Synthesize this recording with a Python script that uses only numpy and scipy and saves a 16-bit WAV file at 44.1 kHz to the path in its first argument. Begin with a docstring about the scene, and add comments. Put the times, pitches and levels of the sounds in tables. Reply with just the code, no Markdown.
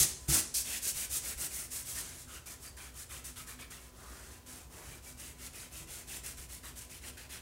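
"""A small quiet studio, the microphone just above a watercolour taped to a board.
A hand rubs dried masking fluid off the sheet. The flat palm lands and sweeps in long bright strokes;
then fingertips scrub to and fro, softer and duller. Each stroke is an arch of speed.
Skin snags on the tooth of the paper and now and then squeaks; a landing hand, a nail or a crumb ticks.
The board murmurs and thuds, and the room hums faintly behind it all."""
import sys
import numpy as np
from scipy import signal
from scipy.fft import rfft, irfft
from scipy.io import wavfile

SR = 44100
rng = np.random.default_rng(int(sys.argv[2]) if len(sys.argv) > 2 else 0)


def materialize(psi):
    """Save the field psi as 16-bit PCM at rate SR to the path in sys.argv[1].

    A 1-D psi becomes a single channel; in a 2-D psi each row is a channel.
    """
    bounded = np.clip(np.atleast_2d(psi).T, -1, 1)
    quanta = np.round(bounded * 32767).astype(np.int16)
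    wavfile.write(sys.argv[1], SR, quanta)


N = 326781


def from_db(db):
    """Decibels to gain."""
    return 10 ** (np.asarray(db) / 20)


def rms_one(x):
    """Scale to unit power."""
    return x / np.sqrt(np.mean(x ** 2) + 1e-20)


def at_hz(points, hz):
    """Read a spectrum on a log-frequency axis."""
    knots, level_db = np.transpose(points)
    return np.interp(np.log(hz), np.log(knots), level_db)


def at_time(points, s):
    """Read a curve at these times."""
    return np.interp(s, *np.transpose(points))


def bins(size):
    """Frequencies of the spectrum of a signal of this length."""
    return np.maximum(np.fft.rfftfreq(size, 1 / SR), 1)


def times(length, block=4096):
    """Time axis in whole blocks, long enough for a short sound."""
    return np.arange((int(length * SR) // block + 1) * block) / SR


def add(out, sound, s):
    """Mix a sound in at its time."""
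    at = round(s * SR)
    out[at:at + len(sound)] += sound[:N - at]


def colour(x, gain_db):
    """Give a steady excitation a spectrum; rms 1."""
    return rms_one(irfft(rfft(x) * from_db(gain_db), len(x)))


def drift(rate_hz, size):
    """Smooth random wandering of spread 1."""
    return colour(rng.standard_normal(size), -20 * np.log10(1 + (bins(size) / rate_hz) ** 2))


def band(centre_hz, width_hz, size):
    """An unsteady vibration round a pitch that may glide; rms about 1."""
    phase = 2 * np.pi * np.cumsum(centre_hz * np.ones(size)) / SR
    return drift(0.61 * width_hz, size) * np.cos(phase) + drift(0.74 * width_hz, size) * np.sin(phase)


def resonance_db(hz, centre_hz, width_hz):
    """Response of one resonance, 0 dB on top."""
    return -10 * np.log10(1 + ((hz ** 2 - centre_hz ** 2) / (hz * width_hz)) ** 2)


def ring(force, hz, t60):
    """A unit click sets a sine of height 1 ringing."""
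    r, w = from_db(-60 / (t60 * SR)), 2 * np.pi * hz / SR
    return signal.lfilter([0, np.sin(w)], [1, -2 * r * np.cos(w), r * r], force + 1e-18)


def studio(x, table_s=0.0014, table_db=-14, tail_db=-7.5, t60_s=0.49, treble_t60_s=0.22, size=16384):
    """At the microphone: direct sound, a close bounce off the table, a tail whose top dies first."""
    t, white = np.arange(size) / SR, rng.standard_normal(size)
    low = signal.sosfiltfilt(signal.butter(2, 10000, fs=SR, output="sos"), white)
    tail = low * from_db(-60 * t / t60_s) + (white - low) * from_db(-60 * t / treble_t60_s)
    tail *= np.clip(t / 0.0074, 0, 1)
    paths = from_db(tail_db) * tail / np.linalg.norm(tail)
    paths[0] += 1
    paths[round(table_s * SR * rng.uniform(.6, 1.4))] += from_db(table_db)
    return signal.fftconvolve(x, paths)


# Still air all round the microphone. Each row: frequency in Hz, relative level in dB.
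AIR_SPECTRUM = [(20, -8), (40, 0.5), (62, 6.5), (85, 4), (140, -3), (200, -9), (320, -10), (500, -10.5),
                (1000, -18), (2000, -23.5), (4000, -24), (9000, -25.5), (15500, -26)]
# The studio's hum, far in the background. Each row: pitch in Hz, resonance width in Hz, level in dB.
HUM_LINES = [(61.4, 14, -58.5), (134, 25, -68.5), (250.1, 11, -67.5), (319.5, 13, -82.5),
             (368.4, 7.2, -75.5), (1005, 9.4, -74)]


def room_tone(air_db=-56.5):
    """Steady air noise with a few wavering hum lines."""
    hz = bins(N)
    air = from_db(air_db) * colour(rng.standard_normal(N), at_hz(AIR_SPECTRUM, hz))
    hum = np.zeros(N)
    for centre, width, level_db in HUM_LINES:
        hum += from_db(level_db) * colour(rng.standard_normal(N), 2 * resonance_db(hz, centre, width))
    return air + hum


# The hand knocks the board below the microphone.
# Each row: start in seconds, strength of the push in dB, contact time in seconds.
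BOARD_KNOCKS = [(0.004, -39.5, 0.0036), (0.286, -32, 0.0033), (0.298, -39, 0.0079), (0.333, -45, 0.0014),
                (0.953, -44, 0.0094), (1.359, -40, 0.011), (4.857, -47, 0.009), (5.815, -52.5, 0.0022),
                (6.385, -42.5, 0.013), (7.36, -53, 0.012)]
# The board's low modes. Each row: frequency in Hz, gain in dB, time to fall 60 dB in seconds.
BOARD_RESONANCES = [(70, 0.5, 0.27), (143.6, 6, 0.18), (178, -9, 0.091), (324, 1, 0.33), (355, -5, 0.31)]


def board_bumps():
    """Soft flesh pushes the board, whose low modes ring briefly."""
    t, force = np.arange(N) / SR, np.zeros(N)
    for s, level_db, contact_s in BOARD_KNOCKS:
        push = np.exp(-np.pi * (2 * (t - s - contact_s / 2) / contact_s) ** 2)
        force += from_db(level_db) * push / push.sum()
    return sum(from_db(gain_db) * ring(force, hz, t60) for hz, gain_db, t60 in BOARD_RESONANCES)


# A fingertip or nail grips the sheet, close up.
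# Each row: start in seconds, length in seconds, pitch in Hz, width in Hz, level in dB.
FINGER_SQUEAKS = [(0.539, 0.033, 5460, 1110, -36.5), (1.963, 0.022, 1850, 90, -50),
                  (2.267, 0.13, 1345, 200, -58.5), (2.342, 0.049, 2750, 400, -57),
                  (2.657, 0.033, 4700, 150, -57), (4.899, 0.061, 2390, 90, -61),
                  (5.06, 0.042, 2324, 40, -57)]


def squeaks():
    """Stick and slip of a fingertip: a narrow, rough tone that swells and dies."""
    out = np.zeros(N)
    for s, length, hz, width_hz, level_db in FINGER_SQUEAKS:
        along = np.clip(times(length) / length, 0, 1)
        swell = np.sqrt(4 * along * (1 - along))
        tone = band(hz, width_hz, len(along))
        add(out, studio(from_db(level_db) * swell * tone), s)
    return out


# Sharp contacts right under the microphone. Each row: start in seconds, direct sound's peak in dB.
CONTACT_TICKS = [(0.283, -41), (0.540, -39), (1.7605, -36), (2.463, -41), (2.767, -48), (3.252, -39),
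                 (3.708, -40), (5.198, -37), (5.464, -35.5), (6.262, -30), (7.083, -37), (7.176, -47)]


def ticks(decay_s=0.0096, size=1024):
    """Short bright cracks as the hand lands, or a nail or crumb catches."""
    out = np.zeros(N)
    decay = np.exp(-np.arange(size) / SR / decay_s)
    for s, peak_db in CONTACT_TICKS:
        tick = colour(rng.standard_normal(size), at_hz(HISS_SPECTRUM, bins(size))) * decay
        add(out, studio(from_db(peak_db) * tick / np.abs(tick).max()), s)
    return out


def snags(per_s, spread_db, size):
    """Skin catches on paper fibres and lets go: dense tiny clicks of uneven size."""
    sizes = from_db(spread_db * np.minimum(rng.exponential(1, size), 5))
    return sizes * rng.choice([-1, 1], size) * (rng.random(size) < per_s / SR)


# The board, heard through the sheet. Each row: frequency in Hz, relative level in dB.
MURMUR_SPECTRUM = [(25, -20), (45, -5), (70, 4), (170, 1.5), (380, 2.5), (490, -4.5), (620, -2.5),
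                   (900, -5), (1500, -7), (4000, -17.5)]
# The hand's weight, high when the palm slaps down or drags. Each row: time in seconds, gain in dB.
WEIGHT_ON_BOARD = [(0.35, 6), (0.6, -5.5), (1.4, 2.5), (2.15, 2.5), (2.9, -2), (3.5, -3.5), (4.15, 5),
                   (4.9, 7), (5.45, 2), (5.95, 3), (7.2, -2)]


def board_murmur(middle_s, size, level_db=-7):
    """Friction shakes the board, more loudly under a heavy hand."""
    grains = snags(per_s=2500, spread_db=3.25, size=size)
    murmur = colour(grains, at_hz(MURMUR_SPECTRUM, bins(size)))
    return murmur * from_db(level_db + at_time(WEIGHT_ON_BOARD, middle_s))


def finger_roll(x, patchy_db=3.0, rate_hz=22, count=12):
    """Fingers roll over the sheet, so each part of the spectrum swells and fades on its own; rms 1."""
    place = np.interp(np.log(bins(len(x))), np.log([700, 6000]), [0, count - 1])
    spectrum = rfft(x)
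    parts = (irfft(spectrum * np.maximum(1 - np.abs(place - k), 0), len(x)) for k in range(count))
    return rms_one(sum(part * from_db(patchy_db * drift(rate_hz, len(x))) for part in parts))


# Finger pads on paper, at close range. Each row: frequency in Hz at the usual pitch, relative dB.
RUB_SPECTRUM = [(400, -10), (900, -15), (1400, -3), (2600, -2.5), (4000, -6.5), (6500, -17.5), (15000, -61)]
# The pads' rasp, low in slow drags. Each row: time in seconds, pitch in Hz.
RASP_GLIDE = [(0.3, 1720), (0.6, 2905), (1.1, 2295), (1.95, 1853), (2.3, 1498), (3.1, 1405), (3.65, 1607),
              (4.0, 1197), (4.25, 1444), (4.55, 1713), (4.72, 700), (4.84, 849), (4.92, 2402), (6.4, 2450),
              (6.65, 1755), (7.05, 2780), (7.4, 2375)]


def finger_rub(clock_s, middle_s, slowness, usual_hz=2080, rasp_width_hz=740):
    """Soft pads slip in coarse steps and chatter round one pitch; rms 1."""
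    size = len(clock_s)
    rasp_db = -6.5 + 8 * slowness   # against the rub: slow drags rasp more
    rasp = from_db(rasp_db) * band(at_time(RASP_GLIDE, clock_s), rasp_width_hz, size)
    shift = (at_time(RASP_GLIDE, middle_s) / usual_hz) ** 0.33   # the rub partly follows that pitch
    grains = snags(per_s=4500, spread_db=2.13, size=size)
    rub = colour(grains, at_hz(RUB_SPECTRUM, bins(size) / shift))
    return rms_one(finger_roll(rub) + rasp)


# The paper's tooth, bright from just above. Each row: frequency in Hz, relative level in dB.
HISS_SPECTRUM = [(500, -54), (1500, -24), (3000, -12), (4200, -8), (6000, -3), (8600, -0.5), (10500, -3),
                 (12500, -7.5), (15500, -11.5)]
# The hiss brightens and dulls. Each row: time in seconds, tilt above 4 kHz in dB per octave.
HISS_TILT = [(0.1, 0), (1.15, 1.9), (1.35, 3), (1.8, 2.5), (2.1, -.5), (2.85, 0.5), (3.5, 2), (4.1, -1.5),
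             (4.8, 0.5), (6.7, 1.5), (7.35, 1)]


def paper_hiss(level_db, middle_s, size):
    """Skin brushes the paper; a loud palm touches so many fibres that it is smoother than a fingertip."""
    per_s = np.interp(level_db, [-50, -25], [15000, 40000])
    spread_db = np.interp(level_db, [-40, -22], [2.5, 1.0])
    hz = bins(size)
    tilt_db = at_time(HISS_TILT, middle_s) * np.log2(np.maximum(hz, 4000) / 8000)
    return from_db(level_db) * colour(snags(per_s, spread_db, size), at_hz(HISS_SPECTRUM, hz) + tilt_db)


def speed_arch(along, top, fall_power=0.96):
    """Speed of the hand, 0-1: an early top is a landing, a late one a push that gathers pace."""
    top = np.clip(top, .02, .95)
    rise = np.sin(np.pi / 2 * np.minimum(along / top, 1))
    fall = np.sin(np.pi / 2 * np.minimum((1 - along) / (1 - top), 1))
    rise_power = 0.64 * (2 * top) ** 0.58   # the earlier the top, the more abrupt the touch-down
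    return rise ** rise_power * fall ** fall_power


def stroke(start, end, top, hiss_db, rub_db, usual_s=0.16, swell_db=1.0):
    """One pass of the hand: hiss follows its speed fully, the rub and the board's murmur less so."""
    length, middle_s = end - start, (start + end) / 2
    along = np.clip(times(length) / length, 0, 1)
    size = len(along)
    speed = speed_arch(along, top) ** ((usual_s / length) ** 0.24)   # a long stroke holds its speed
    press_db = rub_db + swell_db * (along - .5)   # the pads press harder towards the end
    judder = drift(rate_hz=53, size=size)   # the skin grips and slips unevenly
    hiss = paper_hiss(hiss_db, middle_s, size)
    hiss *= speed * from_db(-0.35 + 1.26 * judder)
    rub = finger_rub(start + along * length, middle_s, slowness=np.log2(length / usual_s))
    rub *= speed ** 0.82 * from_db(press_db - 0.5 - 0.54 * judder)
    murmur = board_murmur(middle_s, size) * speed ** 0.59 * from_db(press_db)
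    return hiss + rub + murmur


# The hand crossing the sheet just below the microphone. Each row: start in seconds, end in seconds,
# place of top speed as a share of the stroke, relative hiss level in dB, relative rub level in dB.
HAND_STROKES = [(0.0, 0.069, 0, -22, -42.5), (0.029, 0.146, 0, -42.5, -54), (0.159, 0.302, 0.85, -59, -67),
                (0.279, 0.423, 0.51, -26.5, -41.5), (0.539, 0.643, 0.28, -32, -49.5),
                (0.638, 0.8, 0.68, -37.5, -45), (0.813, 0.927, 0.61, -33, -47.5),
                (0.936, 1.075, 0.56, -36.5, -48), (1.092, 1.201, 0.67, -34.5, -48),
                (1.218, 1.356, 0.5, -39, -49), (1.368, 1.483, 0.67, -35.5, -49.5),
                (1.499, 1.679, 0.43, -39.5, -53), (1.702, 1.846, 0.37, -39, -55),
                (1.847, 1.988, 0.4, -41.5, -55), (1.945, 2.035, 0.5, -38.5, -51),
                (2.015, 2.18, 0.25, -49, -55.5), (2.119, 2.27, 0.54, -50, -64),
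                (2.27, 2.406, 0.58, -49, -56), (2.458, 2.574, 0.18, -46.5, -54),
                (2.596, 2.71, 0.59, -49, -58), (2.767, 2.923, 0.2, -50.5, -54),
                (2.935, 3.056, 0.63, -47.5, -56), (3.091, 3.22, 0.3, -47, -51.5),
                (3.241, 3.334, 0.17, -45.5, -55), (3.357, 3.455, 0.23, -47.5, -52),
                (3.462, 3.561, 0.33, -48.5, -52.5), (3.585, 3.667, 0.3, -52, -50.5),
                (3.702, 3.807, 0.2, -51.5, -54), (3.769, 3.92, 0.43, -58, -63.5),
                (3.934, 4.29, 0.6, -56, -57.5), (4.196, 4.404, 0.58, -56, -61.5),
                (4.46, 4.664, 0.24, -51, -59), (4.695, 4.894, 0.46, -54.5, -58.5),
                (4.819, 5.007, 0.47, -54, -58), (5.02, 5.14, 0.58, -50.5, -61.5),
                (5.17, 5.343, 0.44, -49, -56), (5.37, 5.492, 0.78, -48.5, -54.5),
                (5.528, 5.694, 0.32, -48.5, -55), (5.709, 5.856, 0.47, -48, -55.5),
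                (5.871, 6.051, 0.35, -47.5, -55), (6.067, 6.213, 0.5, -44, -52),
                (6.234, 6.347, 0.2, -45, -52), (6.37, 6.474, 0.15, -48, -57),
                (6.486, 6.602, 0.37, -48, -56.5), (6.628, 6.734, 0.3, -50, -52.5),
                (6.755, 6.872, 0.3, -48, -57), (6.892, 7.01, 0.32, -50, -56),
                (7.008, 7.117, 0.75, -48, -51), (7.17, 7.281, 0.12, -53, -53.5),
                (7.292, 7.41, 0.3, -49, -51.5)]


def rubbing():
    """All strokes, each reaching the microphone by paths of its own as the hand moves."""
    out = np.zeros(N)
    for start, end, top, hiss_db, rub_db in HAND_STROKES:
        add(out, studio(stroke(start, end, top, hiss_db, rub_db)), start)
    return out


def scene():
    """The hand on the sheet, heard from just above, alike in both channels."""
    mono = rubbing() + squeaks() + ticks() + board_bumps() + room_tone()
    return np.array([mono, mono])


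def record(dry, low_cut_hz=30, high_cut_hz=15750):
    """The microphone sheds the deepest bass; the top is cut steeply."""
    thinned = signal.sosfilt(signal.butter(2, low_cut_hz, "high", fs=SR, output="sos"), dry)
    return signal.sosfilt(signal.ellip(12, .1, 80, high_cut_hz, fs=SR, output="sos"), thinned)


dry = scene()
out = record(dry)
materialize(out)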